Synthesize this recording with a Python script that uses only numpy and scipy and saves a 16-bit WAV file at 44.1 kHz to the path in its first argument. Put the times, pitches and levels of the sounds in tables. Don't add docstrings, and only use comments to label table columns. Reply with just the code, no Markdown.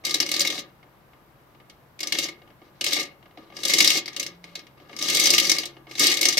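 import sys
import numpy as np
from scipy import signal
from scipy.io import wavfile
from scipy.ndimage import uniform_filter1d

SR = 44100
rng = np.random.default_rng(int(sys.argv[2]) if len(sys.argv) > 2 else 0)


def attenuation_scalar(level_db):
    decades = np.asarray(level_db, float) / 20
    return 10 ** decades


def store_wav(level_fs):
    pcm = np.round(np.clip(np.atleast_2d(level_fs), -1, 1) * 32767)
    wavfile.write(sys.argv[1], SR, pcm.T.astype(np.int16))


N = 281799
RING = np.arange(3500) / SR

# (time [s], relative level [dB], relative hardness [dB])
MINT_BLOWS = [(0.05, -12, -1), (0.066, -16, -6), (0.0927, -18, -5), (0.1069, -14, -5), (0.1403, -6.5, -2.5),
              (0.1672, -23, -5), (0.201, -5, -5.5), (0.225, -14, -9.5), (0.2618, -17.5, -8),
              (0.2889, -16.5, -5), (0.3146, -10.5, -3), (0.3387, -11.5, -7.5), (0.3627, -12, -6.5),
              (0.3926, -10, 0.5), (0.403, -7.5, -3), (0.414, -9, -1), (0.448, -12, -9.5),
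              (0.4718, -10.5, -5.5), (0.4999, -15, -9.5), (0.5224, -20.5, -13.5), (0.553, -26, -16),
              (0.578, -22, -13), (1.6964, -37, -9), (1.9897, -28.5, -9), (2.0034, -18, -2),
              (2.0301, -15, -8.5), (2.071, -15.5, -3), (2.122, -8, -6.5), (2.1501, -16, -15),
              (2.1859, -9, -4.5), (2.2532, -22, -13), (2.2845, -23, -11.5), (2.809, -13.5, -7),
              (2.84, -12, -1), (2.8633, -10.5, -8.5), (2.9068, -22, -6), (2.9196, -16.5, -12),
              (2.9298, -7.5, -3), (2.9646, -14.5, -14), (2.9855, -19, -15.5), (3.5657, -23.5, -9),
              (3.6321, -15.5, -5.5), (3.65, -8.5, -2.5), (3.6799, -12.5, 4), (3.6966, -10, -4),
              (3.7134, -17, -12), (3.734, -4.5, -2.5), (3.7828, -5, -1), (3.802, -1.5, -5.5),
              (3.823, -11, 2), (3.844, -4.5, -3.5), (3.8722, -3, -3), (3.9018, -5, -5), (3.93, -22, 3),
              (3.9541, -17, -13), (3.981, -27, -12), (4.0576, -21, -10), (4.0782, -19.5, -13.5),
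              (4.131, -32, -14), (4.1441, -33, -17), (4.163, -17, -6.5), (4.196, -12.5, -3.5),
              (4.2282, -18.5, -1), (4.2631, -19.5, -7.5), (4.4404, -29.5, -12.5), (4.553, -20.5, -8),
              (4.591, -31.5, -13), (4.667, -38.5, -14), (4.9638, -23.5, -4), (4.9878, -20, -6),
              (5.0119, -18, -9), (5.0241, -12, -1), (5.0838, -12, -6), (5.097, -10, 1), (5.1462, -7, 1),
              (5.1685, -9, -3), (5.1796, -15, -9), (5.1963, -6, 4), (5.2381, -10.5, 9), (5.2558, -4.5, -5),
              (5.2694, -5, -1.5), (5.2914, -16, -12), (5.3023, -2.5, 4.5), (5.3348, -5, -5.5),
              (5.3447, -7.5, -2), (5.3789, -2.5, -5.5), (5.3982, -5.5, -2), (5.4504, -13, -8),
              (5.4674, -12.5, 0), (5.494, -3.5, -3), (5.515, -3, -4.5), (5.563, -17.5, -9),
              (5.5831, -10, -5), (5.632, -20, -13), (5.654, -20, 1), (5.9106, -28, -12.5),
              (5.953, -23, -10), (5.9801, -20, -12), (5.993, -7, 4), (6.0193, -11.5, -6),
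              (6.0397, -7.5, -1), (6.068, -4.5, 4), (6.1132, -10, -5), (6.14, -13.5, -4.5),
              (6.1684, -12, -5), (6.1888, -19, -9), (6.2103, -7, 1.5), (6.2281, -7, -4.5),
              (6.2524, -2.5, -4.5), (6.2839, -4, 0.5), (6.325, -12.5, -7), (6.3707, -9, -7),
              (6.377, -5.5, -4.5)]
# (time [s], relative level [dB])
HAND_KNOCKS = [(0.039, -33.5), (0.8281, -42.5), (1.1328, -44.5), (1.547, -47), (1.6, -43.5),
               (2.4168, -42.5), (2.4748, -45.5), (2.5015, -46), (2.616, -42.5), (3.2263, -44),
               (3.256, -43.5), (3.3085, -46), (3.3728, -33.5), (3.5, -38.5), (3.5225, -37.5), (4.7995, -41),
               (4.894, -36), (4.9293, -32.5), (5.7666, -38), (5.8685, -36.5)]
KNOCK_HARDNESS_DB, KNOCK_SPOT_HZ = -23, 3020

# (frequency [Hz], bandwidth [Hz], relative level [dB])
SHELL_MODES = [(1684, 36, -14), (1843, 21, -13), (2153, 55, 3.5), (2198, 48, 3.5), (2480, 60, -16),
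               (2836, 35, -2), (3300, 90, -21), (3857, 85, 8.5), (4040, 170, 0.5), (4880, 77, 4.5),
               (5500, 47, 0.5), (6046, 56, 3.5), (8670, 50, -6)]
# (frequency [Hz], bandwidth before the damping floor [Hz], relative level [dB])
CASE_MODES = [(148.3, 40, -17.5), (187, 69, -10.5), (274.5, 51, -8.5), (332.5, 52.2, -2.5),
              (430, 36, -11.5), (559.4, 61.7, -3), (744, 97, -7), (921, 140, -9.5), (1122, 86, -12.5),
              (1199, 66, -3.5), (1678, 70, -8.5)]
# (frequency [Hz], relative level [dB])
CROWD_STRENGTH = [(350, -43), (600, -10.5), (1040, -24.5), (1200, -17.5), (1390, -22.5), (2000, -6.5),
                  (2140, -9.5), (2630, -6.5), (3770, -1), (4900, 1), (8880, -9.5), (9380, -13),
                  (13600, -11), (16300, -24)]
# (frequency [Hz], time to fall by 60 dB [s])
CROWD_DECAY = [(800, 0.047), (2500, 0.059), (6000, 0.048), (14000, 0.041)]
CROWD_SHARE_DB = -3

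# (frequency [Hz], correlation [0 to 1])
DRUM_LIKENESS = [(200, 0.98), (600, 0.86), (1500, 0.58), (4000, 0.38), (12000, 0.76)]
# (frequency [Hz], left over right [dB])
DRUM_BALANCE = [(60, 0.5), (130, 0), (290, 2), (640, 1.5), (1410, 2.5), (3100, 2.5), (6000, 4), (8500, -6),
                (15000, 0)]

# (frequency [Hz], relative density [dB per Hz])
HUSH_SPECTRUM = [(20, -24.5), (40, -10), (58, 0.5), (90, -10), (130, -0.5), (300, -9.5), (1000, -9),
                 (2000, -17.5), (4000, -27), (7000, -33.5), (10000, -33.5), (13000, -25), (15500, -32),
                 (16500, -47)]
HUSH_RMS_DB = -56.5
# (frequency [Hz], correlation [0 to 1])
HUSH_LIKENESS = [(60, 0.52), (240, 0.92), (950, 0.23), (3770, 0), (15000, 0.11)]
# (frequency [Hz], left over right [dB])
HUSH_BALANCE = [(60, 1.5), (240, 2.5), (950, 2), (3770, 1), (15000, -0.5)]

# (time [s], mean frequency [Hz], rms level [dB])
HUM_COURSE = [(0, 130, -67.5), (1.2, 130, -67.5), (4.25, 135.8, -67.5), (4.31, 176.2, -55),
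              (4.56, 176.3, -56.5), (4.62, 135, -64.5), (5.6, 133, -68.5), (5.7, 133, -59),
              (6.39, 133, -58.5)]
# (frequency [Hz], time to fall by 60 dB [s])
ROOM_DECAY = [(250, 0.36), (2000, 0.29), (10000, 0.07)]

# (four times [s], level of the ticks [dB])
HEAP_STIRRINGS = [(0.0, 0.046, 0.11, 0.23, -38.5), (0.24, 0.375, 0.59, 0.67, -34.5),
                  (1.99, 2.2, 2.23, 2.38, -29), (2.4, 2.43, 2, 2.35, -62), (2.6, 2.62, 2.65, 2.8, -62),
                  (2.7, 2.76, 2.6, 3.3, -59), (2.81, 2.859, 3.006, 3.15, -28.5),
                  (3.35, 3.37, 3.42, 3.56, -54), (3.48, 3.572, 3.63, 3.73, -39),
                  (3.56, 3.682, 4.22, 3.987, -23.5), (4.04, 4.07, 4.28, 4.2, -52),
                  (4.414, 4.438, 4.61, 4.66, -54), (4.76, 4.773, 4.84, 5, -55.5),
                  (4.85, 4.894, 4.96, 4.99, -49), (4.884, 5.032, 5.39, 5.58, -26.5),
                  (5.1, 5.149, 5.33, 5.5, -21), (5.33, 5.417, 5.445, 5.73, -23.5),
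                  (5.85, 5.895, 5.96, 6.02, -46), (5.916, 5.999, 6.12, 6.3, -20.5),
                  (6.17, 6.208, 6.3, 6.52, -30)]
REST_DB = -71.5
SCATTER_DB, SCATTER_S = -21.5, 0.019
RUMBLE_DB, RUMBLE_SLOPE = -21, 0.66
DRAG_DB, DRAG_S = -13.5, 0.027


def read(points, hz):
    f, value = np.transpose(points)
    return np.interp(np.log(hz + 1), np.log(f + 1), value)


def curve(rows, column):
    return np.interp(np.arange(N) / SR, np.transpose(rows)[0], np.transpose(rows)[column])


def add(mix, s, sound):
    part = mix[:, round(s * SR):][:, :sound.shape[1]]
    part += sound[:, :part.shape[1]]


def paired(z, hz, same, lean):
    c = np.clip(read(same, hz), -1, 1)
    side = attenuation_scalar(read(lean, hz) / 2)
    left = z[0] * side
    right = (c * z[0] + np.sqrt(1 - c ** 2) * z[1]) / side
    return np.stack([left, right])


def hush():
    frames, hz = N // 512 + 5, np.fft.rfftfreq(2048, 1 / SR)
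    draw = rng.standard_normal((frames, 1025, 4)).T
    z = (draw[:2] + 1j * draw[2:]).transpose(0, 2, 1)
    z = paired(z, hz, HUSH_LIKENESS, HUSH_BALANCE).transpose(0, 2, 1)
    z = z * attenuation_scalar(read(HUSH_SPECTRUM, hz))[:, None]
    noise = signal.istft(z, nperseg=2048, noverlap=1536)[1][:, :N]
    return attenuation_scalar(HUSH_RMS_DB) * noise / np.std(noise)


def drone():
    waver = uniform_filter1d(rng.standard_normal(N), 2000) * np.sqrt(2000)
    hz = curve(HUM_COURSE, column=1) + 2.5 * waver
    phase = 2 * np.pi * np.cumsum(hz) / SR
    return np.sqrt(2) * attenuation_scalar(curve(HUM_COURSE, column=2)) * np.sin(phase)


def struck(hz, width, db, favour_db, scatter_db):
    turn = np.exp(1j * np.minimum(hz / 4000, 2.5) * rng.standard_normal(len(hz)))
    draw = rng.standard_normal((len(favour_db), len(hz), 4)).T
    z = attenuation_scalar(scatter_db * draw[:2]) * np.exp(1j * np.pi * draw[2:])
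    z = paired(z.transpose(0, 2, 1), hz, DRUM_LIKENESS, DRUM_BALANCE) * attenuation_scalar(db + favour_db)
    z[1] *= turn
    modes = np.exp((2j * np.pi * hz - np.pi * width)[:, None] * RING)
    return z.real @ modes.real - z.imag @ modes.imag


def shell(spot_hz, hard_db):
    crowd_hz = np.linspace(700, 16000, num=240) + rng.uniform(-30, 30, 240)
    crowd_width = np.log(1000) / np.pi / read(CROWD_DECAY, crowd_hz)
    clear_hz, clear_width, clear_db = np.transpose(SHELL_MODES)
    hz = np.r_[clear_hz, crowd_hz]
    width = np.r_[clear_width, crowd_width]
    db = np.r_[clear_db, read(CROWD_STRENGTH, crowd_hz) + CROWD_SHARE_DB]
    lift_db = 6.75 * np.exp(-(np.log(hz / spot_hz[:, None]) / 0.13) ** 2)
    tilt_db = 0.74 * (hard_db[:, None] + 5.0) * np.log2(np.minimum(hz, 8000) / 3000)
    return struck(hz, width, db, lift_db + tilt_db, scatter_db=1.9)


def case(count):
    hz, width, db = np.transpose(CASE_MODES)
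    least_width = 48
    rings = struck(hz, np.maximum(width, least_width), db, np.zeros((count, 1)), scatter_db=4.22)
    return rings * (1 - np.exp(-RING / 0.0068))


def fading(rows, offset_db, fade_s):
    power = np.zeros(N)
    s, db = np.transpose(rows)[:2]
    power[(s * SR).astype(int)] = attenuation_scalar(2 * (db + offset_db))
    return signal.lfilter([1], [1, -np.exp(-1 / (fade_s * SR))], power)


def stir_db():
    t = np.arange(N) / SR
    stirrings = [np.interp(t, row[:4], [REST_DB, row[4], row[4], REST_DB]) for row in HEAP_STIRRINGS]
    heap_db = np.max(stirrings, 0)
    return 10 * np.log10(fading(MINT_BLOWS, SCATTER_DB, SCATTER_S) + attenuation_scalar(2 * heap_db))


def swarm(rings, per_s, spread_db, level_db):
    size = attenuation_scalar(spread_db * np.minimum(rng.exponential(1, N), 4)) * (rng.random(N) < per_s / SR)
    ring_energy = np.sum(rings ** 2) / rings[..., 0].size
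    size *= attenuation_scalar(level_db) / np.sqrt(np.mean(size ** 2) * ring_energy)
    spots = rings.shape[1]
    spot = rng.integers(0, spots, N)
    return sum(signal.oaconvolve((size * (spot == k))[None], rings[:, k], axes=1)[:, :N]
               for k in range(spots))


def tumble():
    rings = shell(np.geomspace(2000, 7000, num=20), np.linspace(-9, -3, num=20))
    rings = rings * (1 - np.exp(-RING / 0.006))
    level_db = stir_db()
    ticks = swarm(rings, 320, 1.5, level_db)
    dull = signal.sosfilt(signal.butter(2, 3500, fs=SR, output="sos"), ticks)
    bright = np.clip((level_db + 60.5) / 24, 0, 1)
    rumble = attenuation_scalar(2 * (RUMBLE_DB + RUMBLE_SLOPE * level_db)) + fading(HAND_KNOCKS, DRAG_DB, DRAG_S)
    return dull + bright * (ticks - dull) + swarm(case(count=16), 300, 1.7, 10 * np.log10(rumble))


def blows():
    knocks = [(*row, KNOCK_HARDNESS_DB) for row in HAND_KNOCKS]
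    s, db, hard_db = np.transpose(MINT_BLOWS + knocks)
    spot, lag = rng.random((len(s), 2)).T
    rise_s = 0.0028 * attenuation_scalar(0.12 * db) * (0.33 + 0.9 * lag)
    rise = 1 - np.exp(-(RING / rise_s[:, None]) ** 2)
    spot_hz = 2000 * 3.32 ** spot
    spot_hz[len(MINT_BLOWS):] = KNOCK_SPOT_HZ
    rings = shell(spot_hz, hard_db) * rise
    booms = case(count=len(s))
    booms /= np.sqrt(np.mean(booms[..., :1000] ** 2))
    out = np.zeros((2, N))
    for k in range(len(s)):
        ring = rings[:, k] / np.sqrt(np.mean(rings[:, k, :300] ** 2))
        boom = attenuation_scalar(-27.0 - 0.33 * hard_db[k]) * booms[:, k]
        add(out, s[k], attenuation_scalar(db[k] - 10.0) * (ring + boom))
    return out


def room(x):
    size = SR // 2
    taps = np.zeros((2, size))
    at = np.arange(300, size - 20, 20) + rng.integers(0, 20, (2, (size - 301) // 20))
    np.put_along_axis(taps, at, rng.choice([-1., 1.], at.shape), 1)
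    hz, t, z = signal.stft(taps, SR, nperseg=256)
    alike = np.exp(-hz / 1500)[:, None]
    z[1] = alike * z[0] + np.sqrt(1 - alike ** 2) * z[1]
    decay = attenuation_scalar(-60 * t / read(ROOM_DECAY, hz)[:, None])
    tail = signal.istft(z * decay, SR, nperseg=256)[1]
    return signal.fftconvolve(x, tail / np.linalg.norm(tail[0]), axes=1)[:, :N]


def scene():
    no_bass = signal.butter(4, 120, "high", fs=SR, output="sos")
    drum = signal.sosfilt(no_bass, blows() + tumble())
    reflected = attenuation_scalar(-13) * room(drum)
    return drum + reflected + hush() + drone()


def low_pass(x):
    return signal.sosfilt(signal.butter(12, 16510, fs=SR, output="sos"), x)


def record(dry):
    edge = signal.firwin(255, 16400, window=("kaiser", 8), fs=SR)
    mix = signal.oaconvolve(dry, edge[None], "same", axes=1)
    return low_pass(mix)


dry = scene()
out = record(dry)
store_wav(out)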